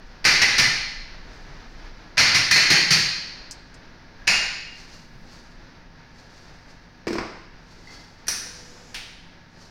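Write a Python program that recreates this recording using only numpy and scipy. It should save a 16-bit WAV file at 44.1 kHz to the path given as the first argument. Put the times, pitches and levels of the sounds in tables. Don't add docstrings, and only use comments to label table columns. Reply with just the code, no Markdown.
import sys
import numpy as np
from scipy import signal
from scipy.fft import rfft, irfft, next_fast_len
from scipy.io import wavfile
from scipy.ndimage import uniform_filter1d

SR = 44100
rng = np.random.default_rng(int(sys.argv[2]) if len(sys.argv) > 2 else 0)


def put_to_file(sound):
    columns = np.atleast_2d(sound).T
    safe = np.clip(columns, -1, 1)
    whole_steps = np.round(safe * 32767)
    wavfile.write(sys.argv[1], SR, whole_steps.astype(np.int16))


N = 427769
TAIL = 57344
AGE, TIME = np.arange(TAIL) / SR, np.arange(N) / SR

# t/s, level/dB, treble tilt/(dB/octave), box thud/dB, thud f/Hz,
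# rim ring/dB, basket ring/dB, loose-grip ring/dB, rebound delay/s
KNOCKS = [(.251, 2.5, 0, -15, 143, -6.5, -10, -14, .012),
          (.417, -0.5, -0.2, -13.5, 111, -6.5, -21, 0.5, 0.013), (.582, 0, 1, -12, 123, -9, -17, 0, 0.015),
          (2.179, 3.5, -0.3, -10.5, 115, -9, -8.5, -23, 0.015),
          (2.346, -2, 0.4, -10.5, 118, -14, -26, -18, .012),
          (2.511, 2, 1.4, -12.5, 148, -3.5, -4, -15, .049), (2.702, 0.5, .5, -9, 160, -4, -6, -12, .018),
          (2.907, -1, 1.7, -8.5, 163, -11, -4, -14, .016)]
# f/Hz, density/dB
KNOCK_COLOUR = [(150, -32), (330, -12), (530, -13), (790, -12), (1150, -8.5), (1600, -1.5), (2100, 2.5),
                (2650, -1), (3400, -7), (4400, 1), (5500, 0), (6500, -8.5), (7900, -23.5), (9100, -16.5),
                (11000, -27.5), (16000, -35)]
# f/Hz, level/dB, t60/s
RIM_MODES = [(818, -7, 0.08), (1255, -5, 0.029), (1631, 0.5, 0.16), (1809, 0.5, 0.18), (2006, 3.5, 0.13),
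             (2174, -2.5, 0.25), (2422, 8, 0.088), (2650, 2, 0.1), (3000, -6.5, 0.23)]
# f/Hz, level/dB, t60/s
BASKET_MODES = [(4230, 10.5, 0.16), (4410, -4, 0.28), (4620, 2, 0.44), (4820, -9, 0.24), (5300, -8, 0.16),
                (5530, -16, 0.14), (6470, -5, 0.27), (7250, -6.5, 0.1), (9000, -28, 0.3), (9400, -29, 0.14),
                (11400, -14, 0.12)]
# f/Hz, level/dB, t60/s
RIM_NOTE = [(2000, 3, .26), (2100, -4.5, 0.2)]
# f/Hz, level/dB, t60/s
BASKET_NOTE = [(4205, 0, .7)]
REBOUND_DB, REBOUND_THUD_DB, REBOUND_TILT_DB_PER_OCT = -3.5, -10, -2.1
PAUSE_S, GRAZE_LEAD_S, GRAZE_DB, GRAZE_TILT_DB_PER_OCT = .8, .008, -12.5, -3

# t/s, level/dB
CLANKS = [(4.271, -15.5), (4.276, -2)]
# f/Hz, density/dB
CLANK_COLOUR = [(100, -8), (380, -16), (780, -7), (1200, -10), (1750, 0), (2650, 1.5), (3100, -9),
                (3750, -9.5), (4250, -1.5), (5200, -1.5), (6200, -9.5), (7100, -9.5), (8000, -27),
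                (9300, -20.5), (16000, -43)]
# f/Hz, level/dB, t60/s
CLANK_MODES = [(1460, -5, 0.22), (1840, -7, 0.57), (2080, -7, 0.27), (2560, 0, 0.18), (2543, -4, .22),
               (2800, -2.5, 0.2), (4330, -12, 0.27), (5230, -16, .25), (6759, -2.5, 0.22), (8620, -18, .14),
               (9050, -11, 0.18)]

# t/s, hollow thump/dB, clatter/dB, clatter tilt/(dB/octave)
BUMPS = [(7.070, -12.5, -23.5, -1.5), (7.079, -19, -24.5, 1.5), (7.106, -16, -30, -1),
         (7.130, -16.5, -25.5, 1), (7.155, -17.5, -26.5, -3), (7.184, -37, -17.5, -4),
         (7.210, -29, -24.5, -7.5)]
# f/Hz, level/dB, t60/s
COUNTER_MODES = [(205, -7.5, 0.11), (327, 1, 0.12), (364, -2.5, 0.09), (430, 0.5, 0.045), (553, -16, 0.029)]
# f/Hz, density/dB
CLATTER_COLOUR = [(150, -1), (600, 0), (850, -2.5), (1080, 0), (1400, -2), (2300, -1), (3000, -10),
                  (3800, -11), (5100, -2.5), (7500, -22), (8300, -19), (9500, -31), (16000, -36)]
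# f/Hz, level/dB, t60/s
CLATTER_MODES = [(680, 17, 0.039), (1075, 8, 0.11), (1700, -10, 0.052), (2360, -6, 0.037), (5050, -38, .05),
                 (6720, -18, 0.062), (8200, -23, .09)]
CLATTER_RING_DB = -16

# t/s, level/dB, treble tilt/(dB/octave), ring/dB
CLINKS = [(8.269, -29, 1.5, -1), (8.282, -11.5, 3, -6)]
# f/Hz, density/dB
CLINK_COLOUR = [(300, -1.5), (900, -5), (1300, -2), (1700, 5.5), (2100, -1), (2550, -4), (3300, -8.5),
                (4500, -1), (5900, 3.5), (6700, -9), (7900, -15), (9300, -4.5), (11000, -14), (16000, -28)]
# f/Hz, level/dB, t60/s
CLINK_MODES = [(1590, -4, .25), (1800, -7, 0.31), (2520, -10, .25), (4600, -15, .2), (5114, -16, 0.17),
               (5970, 10, 0.12), (5780, -1, 0.19), (5740, -1, 0.32), (8802, -13, 0.14), (9200, -12, 0.16),
               (9400, -14, .18), (10360, -15, .16)]

# f/Hz, density/dB
FLUSH_COLOUR = [(300, 7), (1700, 3), (3200, -2.5), (5100, 3), (7000, 1), (8500, -14), (10200, -15),
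                (16000, -28)]
# f/Hz, level against the water/dB
PUMP_TONES = [(490, -8), (5120, -11.5), (5798, -17)]
FLUSH_S, FLUSH_DB, FLUSH_RISE_S, FLUSH_SAG_DB_PER_S, DRAIN_S = 8.47, -49.5, .08, 7, 0.35
VALVE_S, VALVE_DB = 8.944, -21
# f/Hz, density/dB
VALVE_COLOUR = [(300, -15), (620, -32), (760, -5), (1100, -12), (1700, -1.5), (2300, 0), (3200, -0.5),
                (3900, -2), (4600, -3), (5800, -5), (7000, -14), (8300, -19), (9200, -11), (10000, -21),
                (16000, -29)]
# f/Hz, level/dB, t60/s
VALVE_MODES = [(2230, 2, 0.33), (3128, -4, 0.44), (4700, 0, .25), (5717, -6, .3), (9400, -8, 0.23)]

# t/s, level/dB
JIGGLES = [(7.872, -38), (7.897, -39), (7.952, -44)]
# f/Hz, level/dB, t60/s
HANDLE_MODES = [(822, 8, .12), (1650, -3, .15), (2060, 3, 0.052), (3340, -4, .15), (4500, -2, .15),
                (5430, -9, .1)]

SQUEAK_S, SQUEAK_DB, SQUEAK_RISE_S, SQUEAK_FADE_S = 4.2, -51.5, .05, .3
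# f/Hz, density/dB
SQUEAK_COLOUR = [(900, -30), (1150, -13), (1450, -31), (1650, 12), (1900, -9), (2500, -41)]

# t/s, level/dB
TICKS = [(3.511, -31), (3.522, -42), (3.742, -48)]
# f/Hz, density/dB
TICK_COLOUR = [(1000, -38), (3500, -14), (5300, 8), (8500, -5), (11000, -18), (16000, -28)]

# t of peak/s, level/dB, fade/s
RUSTLES = [(.07, -63, 0.14), (1.35, -57, 0.49), (1.73, -61, .6), (4.8, -49, 0.3), (4.94, -47.5, 0.19),
           (5.34, -49.5, 0.29), (6.19, -53, 0.13), (6.38, -54.5, 0.61), (6.7, -55, 0.11),
           (7.72, -54.5, 0.3), (7.93, -47.5, 0.38), (9.62, -52.5, 0.3)]
# f/Hz, density/dB
RUSTLE_COLOUR = [(800, 1), (3300, -7), (4600, 4), (6200, -2), (8000, -15.5), (12000, -25), (16000, -30)]
RUSTLE_RISE_PER_FADE = 0.49
SWELL_RANGE_DB = 20

# f/Hz, density/dB
AIR_COLOUR = [(20, -5), (45, -4.5), (70, -15), (100, -19), (135, -13), (190, -21), (270, -15.5),
              (400, -20.5), (850, -21.5), (1150, -24), (1700, -20), (3200, -32), (4700, -28), (6000, -34),
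              (7800, -59), (16000, -64)]
# t/s, level/dB
AIR_LEVEL = [(0, -47), (1.8, -44.5), (5.3, -49), (9.7, -50)]
# f/Hz, density/dB
RUMBLE_COLOUR = [(12, 5.5), (24, 16), (33, 9), (45, -5), (70, -24), (200, -63)]
# t/s, level/dB
RUMBLE_LEVEL = [(0.0, -41.5), (1.05, -41), (2.37, -46), (3.51, -53.5), (4.24, -46.5), (5.54, -51),
                (5.75, -57.5), (9.18, -53), (9.7, -60)]
# f/Hz, density/dB
DRONE_COLOUR = [(70, -43), (125, -5), (165, 0), (220, -8.5), (330, -20), (700, -51)]
DRONE_DB = -58.5
DRONE_SWELL_S, DRONE_SWELL_DB, DRONE_RISE_S, DRONE_FADE_S = 5.2, -49.5, .7, 0.28
# f/Hz, level/dB
HUM_TONES = [(97, -60), (176, -62), (242, -63), (915, -66), (1680, -68)]

# f/Hz, t60/s
ROOM_T60 = [(100, 0.56), (400, 0.71), (1000, 0.86), (2000, 0.92), (4300, 1), (6000, 0.78), (9000, 0.63),
            (12000, 0.46), (16000, 0.61)]
CUTOFF_HZ = 15900


def knocks(walls):
    out, previous_s = np.zeros(N), -np.inf
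    for s, db, tilt_db, thud_db, thud_hz, rim_db, basket_db, free_db, rebound_s in KNOCKS:
        body = thud_hz, rim_db, basket_db, free_db
        if s - previous_s > PAUSE_S:
            graze = knock_contact(walls, tilt_db + GRAZE_TILT_DB_PER_OCT, thud_db, *body)
            add(out, s - GRAZE_LEAD_S, from_db(db + GRAZE_DB) * graze)
        add(out, s, from_db(db) * knock_contact(walls, tilt_db, thud_db, *body))
        rebound = knock_contact(walls, tilt_db + REBOUND_TILT_DB_PER_OCT, thud_db + REBOUND_THUD_DB, *body)
        add(out, s + rebound_s, from_db(db + REBOUND_DB) * rebound)
        previous_s = s
    return out


def knock_contact(walls, tilt_db, thud_db, thud_hz, rim_db, basket_db, free_db):
    radiation = signal.butter(2, 100, "high", fs=SR, output="sos")
    box_modes = [(thud_hz, 0, .05), (2.02 * thud_hz, -5, .025)]
    thud = signal.sosfilt(radiation, ring(box_modes, scatter_db=-1.5))

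    rim = ring(RIM_MODES, scatter_db=4.5, split=0.0264, count=3)
    rim += from_db(free_db) * ring(RIM_NOTE, scatter_db=-4, split=0.0136, count=3)
    basket = ring(BASKET_MODES, scatter_db=1.0, split=0.01955, count=4)
    basket += from_db(free_db) * ring(BASKET_NOTE, scatter_db=1, split=0.00301, count=3)

    blow = crack(KNOCK_COLOUR, tilt_db) + from_db(thud_db) * thud
    blow += from_db(rim_db) * rim + from_db(basket_db) * basket
    paths = unit(walls + 1.77 * echoes())
    return in_room(blow, paths, direct_db=-5, early_db=13.5, early_t60=0.19, wall_db=17)


def clanks(walls):
    out = np.zeros(N)
    for s, db in CLANKS:
        ringing = ring(CLANK_MODES, scatter_db=0.5, split=0.0035, count=3)
        blow = crack(CLANK_COLOUR, 0) + from_db(-9.0) * ringing
        add(out, s, from_db(db) * in_room(blow, walls, direct_db=-3, early_db=16, early_t60=0.1, wall_db=20))
    return out


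def bumps(walls):
    out = np.zeros(N)
    radiation = signal.butter(3, 180, "high", fs=SR, output="sos")
    for s, thump_db, clatter_db, tilt_db in BUMPS:
        panel = ring(COUNTER_MODES, scatter_db=4.5, split=0.035)
        thump = from_db(thump_db) * signal.sosfilt(radiation, panel)
        ringing = ring(CLATTER_MODES, scatter_db=5, split=0.012, count=3)
        touch = crack(CLATTER_COLOUR, tilt_db) + from_db(CLATTER_RING_DB) * ringing
        clatter = from_db(clatter_db) * touch
        add(out, s, in_room(thump, walls, direct_db=20.0, early_db=1, early_t60=0.11, wall_db=11.5))
        add(out, s, in_room(clatter, walls, direct_db=12, early_db=18.5, early_t60=0.064, wall_db=18.0))
    return out


def clinks(walls):
    out = np.zeros(N)
    for s, db, tilt_db, ring_db in CLINKS:
        ringing = ring(CLINK_MODES, scatter_db=0.0, split=0.0113, count=4)
        touch = crack(CLINK_COLOUR, tilt_db) + from_db(ring_db) * ringing
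        add(out, s, from_db(db) * in_room(touch, walls, direct_db=-1, early_db=15.5, early_t60=0.079, wall_db=19.0))
    return out


def flush(walls):
    opening = swell(FLUSH_S, FLUSH_RISE_S, np.inf)
    draining = swell(VALVE_S, np.inf, DRAIN_S)
    sagging = from_db(FLUSH_DB - FLUSH_SAG_DB_PER_S * np.maximum(TIME - FLUSH_S, 0))
    out = opening * draining * sagging * (noise(FLUSH_COLOUR) + tones(PUMP_TONES, wander_hz=3.5))
    ringing = ring(VALVE_MODES, scatter_db=3.0, split=.006, count=4)
    snap = crack(VALVE_COLOUR, 0) + from_db(-14) * ringing
    snap = in_room(snap, walls, direct_db=-14, early_db=17.5, early_t60=0.2, wall_db=19.0)
    add(out, VALVE_S, from_db(VALVE_DB) * snap)
    return out


def jiggles(walls):
    out = np.zeros(N)
    for s, db in JIGGLES:
        touch = ring(HANDLE_MODES, scatter_db=2, split=.008, count=2)
        add(out, s, from_db(db) * in_room(touch, walls, direct_db=7, early_db=19, early_t60=.1, wall_db=20))
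    return out


def squeak():
    return from_db(SQUEAK_DB) * swell(SQUEAK_S, SQUEAK_RISE_S, SQUEAK_FADE_S) * noise(SQUEAK_COLOUR)


def ticks(walls):
    out = np.zeros(N)
    for s, db in TICKS:
        tick = in_room(crack(TICK_COLOUR, 0), walls, direct_db=16, early_db=23, early_t60=0.081, wall_db=4)
        add(out, s, from_db(db) * tick)
    return out


def rustles():
    power = np.zeros(N)
    for s, db, fade_s in RUSTLES:
        power += (from_db(db) * swell(s, RUSTLE_RISE_PER_FADE * fade_s, fade_s)) ** 2
    return np.sqrt(power) * noise(RUSTLE_COLOUR) * flicker(depth_db=1.5, per_s=90)


def background():
    air = level(AIR_LEVEL) * noise(AIR_COLOUR) * flicker(depth_db=1.34, per_s=14)
    rumble = level(RUMBLE_LEVEL) * noise(RUMBLE_COLOUR)
    drone_swell = from_db(DRONE_SWELL_DB) * swell(DRONE_SWELL_S, DRONE_RISE_S, DRONE_FADE_S)
    drone = np.hypot(from_db(DRONE_DB), drone_swell) * noise(DRONE_COLOUR)
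    return air + rumble + drone + tones(HUM_TONES, wander_hz=3.98)


def echoes():
    white, hz = rfft(rng.standard_normal(TAIL)), np.fft.rfftfreq(TAIL, 1 / SR)
    centres_hz, t60s = np.transpose(ROOM_T60)
    tail = np.zeros(TAIL)
    for share, t60 in zip(np.eye(len(centres_hz)), t60s):
        band = irfft(white * at_hz(np.c_[centres_hz, share], hz))
        tail += band * from_db(-60 * AGE / t60)
    return unit(tail * (1 - np.exp(-AGE / 0.0012)))


def in_room(sound, walls, direct_db, early_db, early_t60, wall_db):
    early = unit(rng.standard_normal(TAIL) * from_db(-60 * AGE / early_t60))
    path = from_db(early_db) * early + from_db(wall_db) * walls
    path[0] += from_db(direct_db)
    return signal.fftconvolve(sound, path)[:TAIL]


def crack(colour, tilt_db):
    hz = np.fft.rfftfreq(TAIL, 1 / SR)
    tilted_db = at_hz(colour, hz) + tilt_db * np.log2(np.clip(hz, 1000, None) / 1000)
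    cepstrum = irfft(np.log(from_db(tilted_db)))
    causal = 2 * cepstrum[:TAIL // 2]
    return unit(irfft(np.exp(rfft(causal, TAIL))))


def ring(modes, scatter_db, split=0, count=1):
    out, age = np.zeros(TAIL), AGE[:TAIL // 2]
    for hz, db, t60 in modes:
        pitch, strength, sign = rng.standard_normal((3, count, 1))
        phase = (2 * np.pi * hz * (1 + split * pitch) * age).astype(np.float32)
        partials = np.sign(sign) * from_db(scatter_db * strength) * np.sin(phase)
        out[:len(age)] += from_db(db - 60 * age / t60) * np.sum(partials, axis=0)
    return unit(out)


def noise(colour):
    size = next_fast_len(N)
    gain = from_db(at_hz(colour, np.fft.rfftfreq(size, 1 / SR)))
    coloured = irfft(rfft(rng.standard_normal(size)) * gain, size)[:N]
    return unit(coloured) * np.sqrt(N)


def tones(lines, wander_hz):
    knots_s, out = np.linspace(0, N / SR, num=120), np.zeros(N)
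    for hz, db in lines:
        pitch_hz = hz + wander_hz * np.interp(TIME, knots_s, rng.standard_normal(len(knots_s)))
        out += from_db(db) * np.sqrt(2) * np.sin(2 * np.pi * np.cumsum(pitch_hz) / SR)
    return out


def flicker(depth_db, per_s):
    return from_db(depth_db * np.interp(TIME * per_s, np.arange(N), rng.standard_normal(N)))


def swell(s, rise_s, fade_s):
    distance = np.maximum((s - TIME) / rise_s, (TIME - s) / fade_s)
    return from_db(-SWELL_RANGE_DB * distance.clip(0, 10))


def level(rows):
    return from_db(np.interp(TIME, *np.transpose(rows)))


def at_hz(points, hz):
    f, value = np.transpose(points)
    return np.interp(np.log(np.maximum(hz, 1)), np.log(f), value)


def add(out, s, sound):
    i = round(s * SR)
    out[i:i + len(sound)] += sound[:N - i]


def unit(x):
    return x / np.sqrt(np.sum(x ** 2) + 1e-20)


def from_db(db):
    return 10 ** (np.asarray(db) / 20)


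def scene():
    walls = echoes()
    contacts = knocks(walls) + clanks(walls) + bumps(walls) + clinks(walls) + jiggles(walls) + ticks(walls)
    mono = contacts + flush(walls) + squeak() + rustles() + background()
    return np.array([mono, mono])


def limiter(x, ceiling_db, release_db_per_s):
    power = uniform_filter1d(x[0] ** 2, size=180)
    over_db = np.maximum(10 * np.log10(np.maximum(power, 1e-12)) - ceiling_db, 0)
    release_db = release_db_per_s * TIME
    held_db = np.maximum.accumulate(over_db + release_db) - release_db
    return x * from_db(-uniform_filter1d(held_db, size=90))


def record(dry):
    limited = limiter(dry, ceiling_db=-12.0, release_db_per_s=40)
    top = .75
    rounded = top * np.tanh(limited / top)
    top_cut = signal.ellip(10, .1, 80, CUTOFF_HZ, fs=SR, output="sos")
    return signal.sosfilt(top_cut, rounded)


dry = scene()
out = record(dry)
put_to_file(out)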